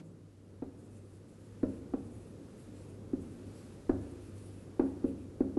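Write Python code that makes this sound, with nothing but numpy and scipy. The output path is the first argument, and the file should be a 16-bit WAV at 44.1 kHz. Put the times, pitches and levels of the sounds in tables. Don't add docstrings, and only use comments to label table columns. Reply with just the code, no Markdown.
import sys
import numpy as np
from scipy import signal
from scipy.fft import rfft, irfft, next_fast_len
from scipy.io import wavfile
from scipy.ndimage import uniform_filter1d, map_coordinates

SR = 44100
rng = np.random.default_rng(int(sys.argv[2]) if len(sys.argv) > 2 else 0)


def field_ratio(decibels):
    return 10 ** (np.asarray(decibels, dtype=float) / 20)


def master_out(mix):
    frames = np.transpose(np.atleast_2d(mix))
    ceiling = np.clip(frames, -1, 1)
    pcm = np.round(ceiling * 32767).astype(np.int16)
    wavfile.write(sys.argv[1], SR, pcm)


N = 246386

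# (time [s], peak level [dB], firmness [0-1], upper share [ratio])
LANDINGS = [
    (.6205, -28.5, .45, 1.1),
    (1.6305, -18.3, .49, 1),
    (1.9357, -21.5, .47, .9),
    (3.1323, -21, .59, 0),
    (3.8933, -14.8, .75, -.37),
    (4.7944, -14.2, .79, -.48),
    (5.0413, -18.2, .48, -.4),
    (5.4049, -16, .64, -.48),
    (5.5689, -18.3, .72, -.4),
]
# (barrel level [dB], tip edge level [dB])
RATTLE = [(-53, -61), (-48, -53), (-48, -56), (-60.5, -62), (-43.5, -46.5), (-40, -45.5), (-57, -62),
          (-50, -52), (-45.5, -66)]


def unit(x):
    return x / np.sqrt(np.mean(x ** 2) + 1e-20)


def along(points, hz):
    f, value = np.transpose(points)
    return np.interp(np.log(hz + 1), np.log(f + 1), value)


def wobble(rate):
    knots = rng.standard_normal(int(N * rate / SR) + 4)
    return map_coordinates(knots, [np.arange(N) * rate / SR])


def filtered(x, response):
    m = next_fast_len(N + SR // 2)
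    return irfft(rfft(x, m) * response(np.fft.rfftfreq(m, 1 / SR)), m)[:N]


def resonance(f, hz, width):
    return 1j * f * width / (hz * hz - f * f + 1j * f * width)


def body(x, modes):
    def response(f):
        return sum((-1) ** k * field_ratio(db) * resonance(f, hz, width) for k, (hz, width, db) in enumerate(modes))

    return unit(filtered(x, response))


def ring(modes, scatter_db):
    t = np.arange(SR) / SR
    chance = rng.standard_normal(len(modes))
    total = np.zeros(SR)
    for c, (hz, db, t60, rise) in zip(chance, modes):
        envelope = field_ratio(db + scatter_db * c - 60 * t / t60) * (1 - np.exp(-t / rise)) ** 2
        total -= envelope * np.sin(2 * np.pi * hz * t)
    return total


def patchy(x, depth_db):
    z = signal.stft(x, nperseg=512)[2]
    field = uniform_filter1d(rng.standard_normal(z.shape), size=6, axis=0)
    field = uniform_filter1d(field, size=10, axis=1)
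    return unit(signal.istft(z * field_ratio(depth_db * unit(field)), nperseg=512)[1][:N])


def gain_recovery_db():
    dip_db, hold_s, recovers_s = -6, 0.45, 0.59
    t = np.arange(N) / SR
    return dip_db * np.exp(-np.maximum(t - hold_s, 0) / recovers_s)


def microphone_hiss(gain_db):
    # (frequency [Hz], density [dB per Hz])
    hiss_spectrum = [(410, -39), (700, -14), (1190, -5), (1300, -4.5), (1500, -7.5), (3200, -12.5),
                     (11000, -15.5), (11900, -19.5), (15500, -51), (22000, -120)]
    hiss = unit(filtered(rng.standard_normal(N), lambda f: field_ratio(along(hiss_spectrum, f))))
    return field_ratio(-69.5 + gain_db + 1.15 * wobble(3.0)) * hiss


def ventilation(gain_db):
    # (frequency [Hz], density [dB per Hz])
    rumble_spectrum = [(12, -72), (20, -31), (42, -9), (70, -6.5), (102, -7.5), (124, -5.5), (151, -4.5),
                       (290, -5), (517, -12.5), (677, -23.5), (1500, -36), (1950, -44), (3300, -120)]
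    # (time [s], level [dB])
    vent_points = [(0, -48), (.3, -53), (.8, -51), (1.2, -54.5), (1.8, -49), (2.5, -51.5), (3.4, -49.5),
                   (4.5, -52), (5.59, -50.5)]
    rumble = unit(filtered(rng.standard_normal(N), lambda f: field_ratio(along(rumble_spectrum, f))))
    vent_db = np.interp(np.arange(N) / SR, *np.transpose(vent_points))
    return field_ratio(vent_db + gain_db + 0.54 * wobble(6.37)) * rumble


def fan_hum(gain_db):
    hum_db, fades_db = -53, 2.2
    sympathy_db, sympathy_rise_s, sympathy_t60_s = -24, 0.059, 0.47
    phase = 2 * np.pi * np.cumsum(99.5 + 3 * wobble(20)) / SR
    hum = field_ratio(2.2 * wobble(22)) * np.sin(phase)
    level = field_ratio(hum_db + 0.55 * gain_db + fades_db * wobble(5.31))
    for s, peak_db, _, _ in LANDINGS:
        since = np.maximum(np.arange(N) / SR - s, 0)
        swell = (1 - np.exp(-since / sympathy_rise_s)) ** 2
        level += field_ratio(peak_db + sympathy_db - 60 * since / sympathy_t60_s) * swell
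    return level * hum


def fading():
    start_db, t60_s = -60, 0.09
    decay = field_ratio(start_db - 60 * np.arange(N) / SR / t60_s)
    return decay * body(rng.standard_normal(N), [(500, 1300, 0)])


def lingering_modes():
    # (frequency [Hz], level [dB], t60 [s], rise [s])
    linger_modes = [(173.3, -50.5, 0.92, 0.00078), (298, -50.5, 0.3, 0.00039), (183, -56, 0.74, 0.00091),
                    (158.4, -51.5, 1.3, 0.00087), (625, -65, .3, .001)]
    return np.pad(ring(linger_modes, 0), (0, N - SR)) * field_ratio(2.5 * wobble(30))


def strokes():
    # (start [s], length [s], felt level [dB], hiss centre [Hz], barrel against hiss [dB])
    stroke_table = [(0.036, 0.076, -72, 8660, -23), (0.777, 0.11, -71.5, 8900, -14),
                    (0.91, 0.1, -69, 8500, -7), (1.046, 0.14, -73, 8530, -12), (1.28, 0.09, -74, 8500, -14),
                    (1.39, 0.11, -73, 8450, -12), (1.672, 0.12, -69.5, 8800, -4),
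                    (1.97, 0.11, -69, 8950, -6), (2.11, 0.095, -66.5, 9250, -10),
                    (2.21, .1, -68.5, 9150, -6), (2.562, .11, -68.5, 9150, -11),
                    (2.74, 0.21, -69.5, 8600, -4), (3.202, .07, -66.5, 9300, -5),
                    (3.29, .07, -69, 9350, -6), (3.473, 0.28, -69.5, 9200, -6),
                    (4.005, 0.2, -72.5, 9200, -0.5), (4.207, 0.096, -67, 9050, -3),
                    (4.354, 0.15, -63, 9900, -11), (4.52, 0.12, -67.5, 9900, -4.5),
                    (4.837, 0.073, -67.5, 10000, -7), (5.054, 0.07, -67.5, 9800, -0.5),
                    (5.175, 0.067, -71, 9400, 1.5), (5.27, .1, -83, 9000, -7)]
    # (frequency [Hz], width [Hz], level [dB])
    pen_modes = [(4300, 200, -4), (5900, 250, -5), (8000, 350, 0), (9330, 400, -3), (10700, 400, -2)]
    speed_up_s, slow_down_s = 0.041, 0.078
    felt_top_hz = 11100
    start, length, hiss_db, centre_hz, barrel_db = np.transpose(stroke_table)[:, :, None]

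    coarse = np.arange(0, N + 64, 64)
    t = coarse / SR - start
    ramp = np.minimum(.5 + t / speed_up_s, .5 + (length - t) / slow_down_s)
    speed = np.sin(np.pi / 2 * np.clip(ramp, 0, 1)) ** 2
    level = field_ratio(hiss_db - 5) * speed

    def mix(part):
        return np.interp(np.arange(N), coarse, (part * level).sum(0))

    grain_db = 4.4 * rng.standard_normal(N) + 1.9 * wobble(40)
    slips = patchy(rng.standard_normal(N) * field_ratio(grain_db), depth_db=3.0)

    def hiss_band(hz):
        return unit(filtered(slips, lambda f: resonance(f, hz, 4600) ** 2 / (1 + (f / felt_top_hz) ** 24)))

    share = np.clip((centre_hz - 7800) / 2600, 0, 1)
    felt = mix(np.sqrt(1 - share)) * hiss_band(8000) + mix(np.sqrt(share)) * hiss_band(10200)
    felt += field_ratio(-5.5) * mix(length / .15) * body(slips, [(5000, 2600, 0)])
    felt += field_ratio(-25.0) * mix(1) * body(slips, pen_modes)
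    return felt + mix(field_ratio(barrel_db)) * body(rng.standard_normal(N), [(2545, 350, 0)])


def board_thud():
    # (frequency [Hz], level [dB], t60 [s], rise [s])
    patch_modes = [(355, 0, .06, .001)]
    span_modes = [(274, 11, .048, .01), (258, -1.5, .076, .0032)]
    upper_modes = [(472, 12, .037, .012), (590, -14, .03, .001)]
    span_share, span_knee, span_loss = 1.1, .57, 1.9
    out = np.zeros(N + SR)
    for s, peak_db, firm, upper in LANDINGS:
        span = span_share - span_loss * max(firm - span_knee, 0)
        thud = firm * ring(patch_modes, 0) - span * ring(span_modes, 0) + upper * ring(upper_modes, 0)
        out[round(s * SR):][:SR] += field_ratio(peak_db) * thud
    return out[:N]


def tip_rattle():
    # (frequency [Hz], width [Hz], level [dB])
    click_modes = [(603, 174, 3), (794, 134, 6), (996, 216, -2.5), (1160, 88, -1.5)]
    edge_modes = [(1290, 285, 3.5), (1670, 660, -3.5), (2580, 89, -9), (3930, 1400, -29)]
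    click, edge = np.zeros((2, N + SR))
    t = np.arange(SR) / SR
    contact = (1 - np.exp(-t / .0008)) ** 2
    for (s, _, _, _), (click_db, edge_db) in zip(LANDINGS, RATTLE):
        at = slice(round(s * SR), round(s * SR) + SR)
        click[at] += field_ratio(click_db + 8.5) * contact * (field_ratio(-60 * t / 0.023) + field_ratio(-7.5 - 60 * t / 0.16))
        edge[at] += field_ratio(edge_db + 1.5) * contact * (field_ratio(-60 * t / 0.032) + field_ratio(-8.0 - 60 * t / 0.21))
    rattle = click[:N] * body(rng.standard_normal(N), click_modes)
    rattle += edge[:N] * body(rng.standard_normal(N), edge_modes)
    return filtered(rattle, lambda f: 1 / (1 + (f / 4000) ** 4))


def panel_ring():
    # (frequency [Hz], level [dB], t60 [s], rise [s])
    panel_modes = [(269.24, -3.5, 0.28, 0.032), (284.4, -15.5, 0.56, 0.07), (337.7, -22, 0.28, 0.0076),
                   (380.7, -19.5, 0.35, 0.012), (456, -24, 0.37, 0.0026), (501, -25, 0.25, 0.019),
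                   (544, -21, 0.3, 0.0079), (617, -31.5, 0.34, 0.0023), (670.5, -34.5, 0.31, .006)]
    flex_modes = [(32.4, 1, 0.14, 0.0033), (74.7, -6, 1, 0.024), (99.2, -13, 0.76, 0.015),
                  (117, 4.5, 0.055, 0.0016), (204, -4.5, 0.61, 0.012)]
    rings_on = [1.5, 2.5, -1.5, -1.5, -0.5, .5, -1.5, 1, 1]
    panel_db, flex_db = -3.5, -20.5
    out = np.zeros(N + SR)
    for (s, peak_db, _, _), rings_db in zip(LANDINGS, rings_on):
        plate = field_ratio(panel_db + rings_db) * ring(panel_modes, 4.1) + field_ratio(flex_db) * ring(flex_modes, 2.9)
        out[round(s * SR):][:SR] += field_ratio(peak_db) * plate
    return out[:N]


def barrel():
    # (frequency [Hz], level [dB], t60 [s], rise [s])
    barrel_modes = [(1415, -5, .04, 0.00094), (2487, -10.5, 0.073, .0008), (3880, -15, 0.046, .0008),
                    (4600, -17, .05, .0008)]
    out = np.zeros(N + SR)
    for (s, _, _, upper), (_, edge_db) in zip(LANDINGS, RATTLE):
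        out[round(s * SR):][:SR] += max(upper, .3) * field_ratio(edge_db) * ring(barrel_modes, 2.3)
    return out[:N]


def room(x):
    # (frequency [Hz], t60 [s])
    decay_times = [(100, 0.2), (300, 1.33), (700, 0.94), (2000, 0.93), (8000, 0.44)]
    hz, t, z = signal.stft(rng.standard_normal(SR), SR, nperseg=256)
    decay = field_ratio(-60 * t / along(decay_times, hz)[:, None])
    tail = signal.istft(z * decay, SR, nperseg=256)[1][:SR]
    tail = tail * np.clip((np.arange(SR) / SR - .014) / .025, 0, 1)
    return signal.fftconvolve(x, tail / np.linalg.norm(tail))[:N]


def scene():
    gain_db = gain_recovery_db()
    background = microphone_hiss(gain_db) + ventilation(gain_db) + fan_hum(gain_db)
    earlier = fading() + lingering_modes()
    pen = strokes()
    thud = board_thud() + tip_rattle()
    direct = thud + panel_ring() + pen + barrel()
    reverberant = field_ratio(-14.5) * room(thud + pen)
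    return (direct + reverberant + earlier + background)[None]


def band_limit(x):
    return signal.sosfilt(signal.butter(12, 12080, fs=SR, output="sos"), x)


def record(dry):
    rolled = filtered(dry[0], lambda f: field_ratio(-30 * np.clip((f - 11450) / 900, 0, 4) ** 2))
    return band_limit(rolled[None])


dry = scene()
out = record(dry)
master_out(out)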